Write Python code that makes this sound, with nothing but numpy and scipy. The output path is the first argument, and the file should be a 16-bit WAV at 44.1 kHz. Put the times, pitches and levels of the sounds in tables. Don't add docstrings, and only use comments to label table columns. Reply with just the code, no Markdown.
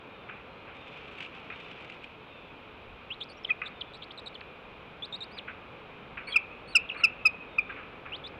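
import sys
import numpy as np
from scipy import signal
from scipy.fft import rfft, irfft, next_fast_len
from scipy.io import wavfile
from scipy.ndimage import map_coordinates

SR = 44100
rng = np.random.default_rng(int(sys.argv[2]) if len(sys.argv) > 2 else 0)


def waveform_to_disk(signal):
    frames = np.transpose(np.atleast_2d(signal))
    scaled = np.clip(frames, -1, 1) * 32767
    samples = np.round(scaled).astype(np.int16)
    wavfile.write(sys.argv[1], SR, samples)


N = 369999

# low ones (up to 2.5 times the pitch)/dB, middle ones (up to 3.5)/dB, treble/dB
YELP_NOTES = [(3.5035, .0175, 2600, 2400, -16, -28, -45, -42),
              (6.358, .0175, 2810, 2310, -11.6, -3.5, -2.5, -4),
              (6.751, .0255, 2940, 2410, -11.7, 3.5, 4.5, 4),
              (7.0362, .023, 2860, 2430, -11.4, 3.5, -13, 1),
              (7.253, .0255, 2590, 2480, -11.5, 1.5, -10, 0),
              (7.5842, .0135, 2620, 2350, -12.6, -16, -16, -16)]
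# multiple of the pitch, level/dB
YELP_OVERTONES = [(1.5, -35), (2, -16.5), (2.5, -40.5), (3, -25.5), (3.5, -47), (4, -35.5), (4.5, -55),
                  (5, -44)]
# f/Hz, level/dB
YELP_AIR_COLOUR = [(1000, -36.5), (2500, 4), (4000, -3), (5200, 22.5), (6200, -15), (8000, -2), (10500, -9),
                   (13500, -17.5), (15500, -33.5)]
# t/s, dive length/s, climb length/s, turning f/Hz, upward flick (share of pitch), level/dB, roughness
CHEEP_NOTES = [(3.103, 0, .044, 2560, .08, -30, .22), (3.205, .009, .031, 3500, .42, -28.5, .4),
               (3.288, .014, .038, 4450, .38, -41.5, .25), (3.655, .009, .022, 3620, .3, -32.5, .3),
               (3.934, .005, .038, 3850, .25, -39, .45), (4.020, .008, .021, 3450, .45, -32, .7),
               (4.105, .004, .016, 3400, .52, -34.5, .7), (4.175, .013, .015, 3720, .33, -34, .25),
               (4.259, .014, .015, 3750, .36, -32, .25), (5.022, 0, .040, 3330, .3, -29.5, .05),
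               (5.124, .007, .038, 3640, .25, -29, .12), (5.205, .011, .030, 3650, .27, -29.5, .08),
               (8.119, 0, .053, 2450, .28, -32, .12), (8.238, 0, .047, 3380, .42, -33.5, .1)]
# t/s, length/s, start f/Hz, end f/Hz, level/dB, roughness
CHIP_NOTES = [(3.4445, .0105, 3800, 2800, -25, .7), (3.807, .017, 4200, 2650, -28, .9),
              (4.343, .021, 4400, 2900, -36, .55), (4.407, .009, 4200, 2000, -36.5, 1.6),
              (5.378, .022, 4400, 2400, -32, .8), (6.889, .019, 3550, 2300, -27.5, .35)]
# t/s, length/s, start f/Hz, middle f/Hz, end f/Hz, level/dB
WHINE_NOTES = [(3.368, .029, 5350, 5650, 6200, -51), (3.434, .015, 5600, 5350, 4300, -44),
               (5.312, .076, 4100, 4950, 4050, -46), (6.268, .071, 4260, 4480, 3600, -37),
               (6.674, .068, 4170, 4500, 3700, -42), (6.971, .051, 4200, 4380, 3700, -43.5)]
# t/s, length/s, start f/Hz, end f/Hz, level/dB
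PEEP_NOTES = [(3.469, 0.025, 3930, 3060, -45), (3.486, 0.017, 2230, 1930, -42),
              (3.494, .011, 2080, 1870, -31), (3.498, 0.009, 3330, 3120, -30.5),
              (6.268, 0.034, 2377, 2190, -39.5), (6.298, 0.021, 3400, 3240, -42),
              (6.322, 0.018, 3420, 3060, -27.5), (6.337, 0.014, 3430, 3210, -33.5),
              (6.339, 0.016, 2420, 2380, -29.5), (6.912, 0.013, 2960, 2510, -32),
              (6.943, 0.0082, 4080, 3630, -47), (7.004, 0.0084, 1370, 1260, -45),
              (7.698, 0.019, 1700, 1470, -40.5)]
# f/Hz, level/dB
BEAK_COLOUR = [(1500, 4.5), (3600, -3.5), (4200, -6.5), (5000, -11.5), (5600, -10.5), (6250, -33.5),
               (7600, -15), (9000, -9), (10000, -46), (15000, -29)]
# t/s, level/dB, time to fade by 60 dB/s
CLUCK_NOTES = [(0.288, -42.5, 0.49), (0.67, -47.5, 0.42), (1.502, -41, 0.3), (3.616, -32.5, 0.084),
               (3.636, -45.5, 0.54), (5.37, -43, 0.13), (5.478, -38.5, 0.25), (6.171, -36, 0.24),
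               (6.277, -44, 0.44), (6.947, -38.5, 0.2), (6.995, -39.5, 0.28), (7.692, -40.5, 0.39),
               (7.762, -44.5, 0.53), (8.054, -45, 0.47)]
# f/Hz, width/Hz, level/dB
THROAT_RESONANCES = [(1153, 230, -0.5), (1683, 1430, -2.5), (1880, 290, -9), (2450, 310, 0.5)]
# t/s, level/dB
THROAT_POPS = [(0.2918, -49), (1.501, -38), (3.6167, -25.5), (6.174, -37.5)]
# f/Hz, level/dB, time to fade by 60 dB/s
POP_TONES = [(1350, -17.5, .03), (1967, -3, 0.035), (2422, -0.5, .06)]
# middle t/s, length/s, level/dB
PREENING_STROKES = [(0.983, 0.52, -51.5), (1.226, 0.15, -52.5), (1.362, 0.103, -54.5), (1.677, 1, -52)]
# t/s, level/dB
FEATHER_FLICKS = [(.7502, -47), (0.766, -43.5), (1.077, -45), (1.1753, -48), (1.186, -43), (1.2048, -36.5),
                  (1.226, -40), (1.244, -45), (1.5599, -45), (1.5988, -45), (1.711, -42), (1.809, -45),
                  (1.8453, -40), (1.8976, -39.5), (2.0412, -37.5)]
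# f/Hz, level/dB
SLIDE_COLOUR = [(600, -15), (1300, 9), (1900, 10.5), (2500, 21.5), (3400, 10.5), (4500, -6), (6000, -15),
                (8000, -28), (10000, -48), (15000, -52)]
# f/Hz, level/dB
FLICK_COLOUR = [(600, -14), (1300, 14.5), (1900, 11.5), (2500, 26.5), (3400, 13.5), (4500, -0.5),
                (6000, -10.5), (8200, -14), (10500, -36), (15000, -47)]
# t/s, start f/Hz, end f/Hz, level/dB
FAR_WHISTLES = [(.05, 3820, 3420, -64.5), (.44, 4080, 4100, -72.5), (.72, 3740, 3420, -60.5),
                (1.47, 3780, 3380, -60.5), (2.23, 3790, 3340, -60.5), (2.241, 2820, 2510, -58),
                (3.67, 3790, 3320, -61), (7.45, 3780, 3450, -61.5)]
# t/s, level/dB
ECHO_LEVEL = [(3.5, -6), (4.5, 1.5), (8.39, 0.5)]
# f/Hz, time to fade by 60 dB/s
TREE_FADE = [(500, .5), (2600, 1), (5000, 0.22), (10000, 0.089)]
# t/s, level/dB
RUSH_LEVEL = [(0.0, -51), (1.59, -50), (2.08, -52), (8.39, -49)]
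# f/Hz, level/dB
RUSH_COLOUR = [(20, -31.5), (60, -6.5), (110, -4), (160, -3.5), (280, -4), (370, -5), (430, -2.5),
               (515, -1.5), (600, -6), (900, -6.5), (1280, -6.5), (1900, -15.5), (2470, -7.5), (4200, -100)]
# f/Hz, level/dB
HISS_COLOUR = [(1500, -72.5), (2000, -25), (2450, -1), (3000, -7), (3700, -12.5), (4500, -26), (6000, -38),
               (9000, -47.5), (13800, -44), (15500, -52)]
# f/Hz, level/dB
BREEZE_COLOUR = [(15, -17.0), (45, -8.0), (80, -6.5), (160, -28.5), (400, -72.5)]

LEAD_S, LAG_S = .006, .002
RISE_S, GROWTH_S, FALL_S = .0019, .00105, .011
CLASH_S = .0038
DIVE_HZ_PER_S = 38000
REST_HZ, CREEP_HZ = 3850, 250
CATCH_HZ = 700
FLICK_FROM, FLICK_BEND = .5, 1.6
FLUTTER = .09
CHIP_EDGE_S, WHINE_EDGE_S = .0025, .004
WHINE_MIDDLE = .48
CREAK_PER_S, ONSET_S = 700, .001
CRACKLE_PER_S = 45
WHISTLE_S, WHISTLE_RISE_S, WHISTLE_FALL_S = 0.34, 0.1, 0.12
BOUNCE_S, BOUNCE_DB = .0046, -17
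BREEZE_DB, BREEZE_DB_PER_S = -70, 1.13
GUST_S, GUST_LENGTH_S, GUST_DB = 2.9, 0.17, 11
TOP_HZ = 15650


def amp(db):
    return 10 ** (np.asarray(db) / 20)


def unit(x):
    return x / np.sqrt(np.mean(x ** 2) + 1e-20)


def along(points, hz):
    f, v = np.transpose(points)
    return np.interp(np.log(hz + 1), np.log(f + 1), v)


def curve(rows):
    return amp(np.interp(np.arange(N) / SR, *np.transpose(rows)))


def clock(length):
    return np.arange(int(length * SR)) / SR


def wobble(t, rate):
    return map_coordinates(rng.standard_normal(int(t[-1] * rate) + 4), [t * rate])


def glide(hz):
    return 2 * np.pi * np.cumsum(hz) / SR


def filtered(x, response):
    m = next_fast_len(N + SR // 2)
    return irfft(rfft(x, m) * response(np.fft.rfftfreq(m, 1 / SR)), m)[:N]


def noise(colour):
    return unit(filtered(rng.standard_normal(N), lambda hz: amp(along(colour, hz))))


def add(track, s, sound):
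    part = track[round(s * SR):][:len(sound)]
    part += sound[:len(part)]


def swell(t, length, rise, fall):
    attack = np.sin(np.pi / 2 * np.clip(t / rise, 0, 1)) ** 2
    return attack * np.sin(np.pi / 2 * np.clip((length - t) / fall, 0, 1))


def yelps(droop_hz=60, sag_db=3, sub_db=-16, sub_fade_db=15, jitter=0.007,
          rasp_db=-30, shimmer_db=2.0, easing=0.77, bloom=1.7):
    out, air = np.zeros(N), np.zeros(N)
    for s, length, start_hz, end_hz, db, low_db, middle_db, treble_db in YELP_NOTES:
        span = length + LEAD_S + LAG_S
        t = clock(span)
        u = np.clip((t - LEAD_S) / length, 0, 1)
        hz = start_hz + (end_hz - start_hz) * u ** easing
        hz = hz - droop_hz * u ** 8
        phase = glide(hz * (1 + jitter * wobble(t, 1200)))
        growth = 1 / (1 + np.exp((LEAD_S + RISE_S - t) / GROWTH_S))
        force = growth * swell(t, span, LEAD_S / 2, FALL_S)
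        overtones = 0
        for k, level in YELP_OVERTONES:
            trim = low_db if k <= 2.5 else middle_db if k <= 3.5 else treble_db
            strength = amp(trim + level + shimmer_db * wobble(t, 400)) * force ** (bloom * k / 2)
            overtones = overtones + strength * np.cos(k * phase)
        overtones = overtones / (1 + np.exp((LEAD_S + CLASH_S - t) / (GROWTH_S / 2)))
        half_pitch = amp(sub_db + low_db / 10 - sub_fade_db * u) * np.sin(phase / 2)
        half_pitch *= swell(t, span, LEAD_S + 2 * RISE_S, FALL_S)
        add(out, s - LEAD_S, amp(db - sag_db * u) * (force * np.sin(phase) + overtones + half_pitch))
        puffs = force ** 2 * (1 + np.cos(phase) / 2)
        add(air, s - LEAD_S, amp(db + rasp_db + treble_db) * puffs)
    return out + air * noise(YELP_AIR_COLOUR)


def squeak(t, hz, rough, flutter_db=5, shimmer_db=3.0, second_db=-18, buzz_db=4, edge=0.00042):
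    phase = glide(hz * (1 + FLUTTER * rough * wobble(t, 1200)))
    tight_db = np.interp(np.median(hz), [3200, 3900], [-13, 0])
    octave_db = second_db + tight_db + along(BEAK_COLOUR, 2 * hz) + buzz_db * wobble(t, 1100)
    tone = amp(along(BEAK_COLOUR, hz)) * np.sin(phase) + amp(octave_db) * np.sin(2 * phase)
    flutter = unit(amp((shimmer_db + rough * flutter_db) * np.tanh(wobble(t, 600))))
    return flutter * swell(t, t[-1], edge, edge) * tone


def cheeps(grow_db=3.5, fade_db=14, hold=0.71, crescendo_db=3, accent_db=7, catch_s=0.0012, soft_s=0.002):
    out = np.zeros(N)
    for s, dive, climb, low_hz, flick, db, rough in CHEEP_NOTES:
        t = clock(dive + climb)
        early = np.maximum(dive - t, 0)
        late = np.clip((t - dive) / climb, 0, 1)
        hz = low_hz + DIVE_HZ_PER_S * early + max(REST_HZ - low_hz, CREEP_HZ) * late
        hz = hz * (1 + flick * np.maximum((late - FLICK_FROM) / (1 - FLICK_FROM), 0) ** FLICK_BEND)
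        snag = rough * np.exp(-((t - dive) / catch_s) ** 2)
        hz = hz - CATCH_HZ * snag
        catch_db = accent_db * (snag - rough / 2)
        smooth = (1 - rough) ** 2
        effort_db = np.interp(late, [0, hold * smooth, 1], [-crescendo_db * smooth, 0, -fade_db])
        dive_db = -grow_db * (early / (dive + soft_s)) ** 2
        pressure = amp(db + catch_db + effort_db + dive_db)
        add(out, s, pressure * swell(t, dive + climb, soft_s, soft_s) * squeak(t, hz, rough))
    return out


def chips(taper_db=7, strongest=0.64, plunge=0.99):
    out = np.zeros(N)
    for s, length, start_hz, end_hz, db, rough in CHIP_NOTES:
        t = clock(length)
        u = t / length
        hz = start_hz + (end_hz - start_hz) * u ** plunge
        pressure = amp(db - taper_db * (2 * (u - strongest)) ** 2)
        add(out, s, pressure * swell(t, length, CHIP_EDGE_S, CHIP_EDGE_S) * squeak(t, hz, rough))
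    return out


def whines(gain_db=-1, taper_db=2):
    out = np.zeros(N)
    for s, length, start_hz, middle_hz, end_hz, db in WHINE_NOTES:
        t = clock(length)
        u = t / length
        before = np.maximum(1 - u / WHINE_MIDDLE, 0) ** 2
        after = np.maximum((u - WHINE_MIDDLE) / (1 - WHINE_MIDDLE), 0) ** 2
        hz = middle_hz - (middle_hz - start_hz) * before - (middle_hz - end_hz) * after
        pressure = amp(db + gain_db - taper_db * (2 * u - 1) ** 2)
        add(out, s, pressure * swell(t, length, WHINE_EDGE_S, WHINE_EDGE_S) * squeak(t, hz, rough=.04))
    return out


def peeps(taper_db=9):
    out = np.zeros(N)
    for s, length, start_hz, end_hz, db in PEEP_NOTES:
        t = clock(length)
        u = t / length
        hz = start_hz + (end_hz - start_hz) * u
        add(out, s, amp(db - taper_db * (2 * u - 1) ** 2) * squeak(t, hz, rough=0.11))
    return out


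def throat(f, dull_hz=2850):
    total = 0
    for k, (centre, width, db) in enumerate(THROAT_RESONANCES):
        resonance = 1j * f * width / (centre * centre - f * f + 1j * f * width)
        total = total + (-1) ** k * amp(db) * resonance
    return total / (1 + (f / dull_hz) ** 12)


def clucks(rasp_db=1.5):
    rate = CREAK_PER_S * np.exp(wobble(np.arange(N) / SR, 300) / 2)
    pulses = np.diff(np.floor(np.cumsum(rate) / SR), prepend=0)
    voice = unit(filtered(unit(pulses) + rng.standard_normal(N) / 2, throat))
    force, t = np.zeros(N), clock(0.3)
    for s, db, t60 in CLUCK_NOTES:
        add(force, s, amp(db - 60 * t / t60 + rasp_db * wobble(t, 250)) * (1 - np.exp(-t / ONSET_S)))
    return force * voice


def pops(waver=.05):
    out, t = np.zeros(N), clock(.08)
    for s, db in THROAT_POPS:
        ring = 0
        for hz, level, t60 in POP_TONES:
            tone = np.sin(glide(hz * (1 + waver * wobble(t, 460))))
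            ring = ring + amp(db + level - 60 * t / t60) * tone
        add(out, s, (1 - np.exp(-2 * t / ONSET_S)) * ring)
    return out


def feathers(flick_t60=0.035, grain_db=2.0, crackle_db=5):
    slide, snap = np.zeros(N), np.zeros(N)
    for s, length, db in PREENING_STROKES:
        t = clock(length)
        grain = unit(amp(grain_db * wobble(t, 199.6)))
        add(slide, s - length / 2, amp(db) * np.sin(np.pi * t / length) * grain)
    t = clock(.1)
    burst = amp(-60 * t / flick_t60) * (1 - np.exp(-2 * t / ONSET_S))
    for s, db in FEATHER_FLICKS:
        add(snap, s, amp(db) * burst)
    catches = amp(crackle_db) * slide * (rng.random(N) < CRACKLE_PER_S / SR)
    snap += signal.fftconvolve(catches, burst)[:N]
    return slide * noise(SLIDE_COLOUR) + snap * noise(FLICK_COLOUR)


def songbird(bend=0.87):
    out, t = np.zeros(N), clock(WHISTLE_S)
    shape = swell(t, WHISTLE_S, WHISTLE_RISE_S, WHISTLE_FALL_S)
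    for s, start_hz, end_hz, db in FAR_WHISTLES:
        hz = start_hz + (end_hz - start_hz) * (t / WHISTLE_S) ** bend + 40 * wobble(t, 200)
        add(out, s, amp(db + 2.5 * wobble(t, 60)) * shape * np.sin(glide(hz)))
    return out


def echoes(x, near_db=-17.5, near_t60=0.16, far_db=-26.5, dull_hz=3800, treble_db=-28):
    hz, t, z = signal.stft(rng.standard_normal(SR), SR, nperseg=256)
    fading = z * amp(-60 * t / along(TREE_FADE, hz)[:, None])
    far = signal.istft(fading, SR, nperseg=256)[1][:SR]
    t = clock(1)
    limbs = rng.random(SR) < 600 / SR
    near = limbs * rng.standard_normal(SR) * amp(-60 * t / near_t60) * (t > .012)
    answer = amp(near_db) * near / np.linalg.norm(near)
    answer = answer + amp(far_db) * far * (t > .015) / np.linalg.norm(far)
    bounce = filtered(x, lambda f: amp(BOUNCE_DB) * np.exp(-2j * np.pi * f * BOUNCE_S))
    reply = signal.fftconvolve(x, answer)[:N]
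    return bounce + filtered(reply, lambda f: amp(treble_db) + 1 / (1 + (f / dull_hz) ** 10))


def background(rush_db=1.5, hiss_db=-57, hum_db=-64):
    t = np.arange(N) / SR
    rush = curve(RUSH_LEVEL) * amp(rush_db + 0.22 * wobble(t, 1.4)) * noise(RUSH_COLOUR)
    hum_hz = 434 + 3 * wobble(t, 12)
    hum = amp(hum_db + 1.1 * wobble(t, 4.7)) * np.sin(glide(hum_hz))
    return rush + hum + amp(hiss_db) * noise(HISS_COLOUR)


def breeze(unsteady_db=2.0):
    t = np.arange(N) / SR
    gust_db = GUST_DB * np.exp(-((t - GUST_S) / GUST_LENGTH_S) ** 2)
    strength = amp(BREEZE_DB + BREEZE_DB_PER_S * t + gust_db + unsteady_db * wobble(t, 6.3))
    return strength * noise(BREEZE_COLOUR)


def scene():
    calls = yelps() + cheeps() + chips() + whines() + peeps() + clucks() + pops()
    wood = echoes(calls * curve(ECHO_LEVEL))
    return (calls + wood + feathers() + songbird() + background() + breeze())[None]


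def record(dry):
    return filtered(dry[0], lambda hz: hz < TOP_HZ)[None]


dry = scene()
out = record(dry)
waveform_to_disk(out)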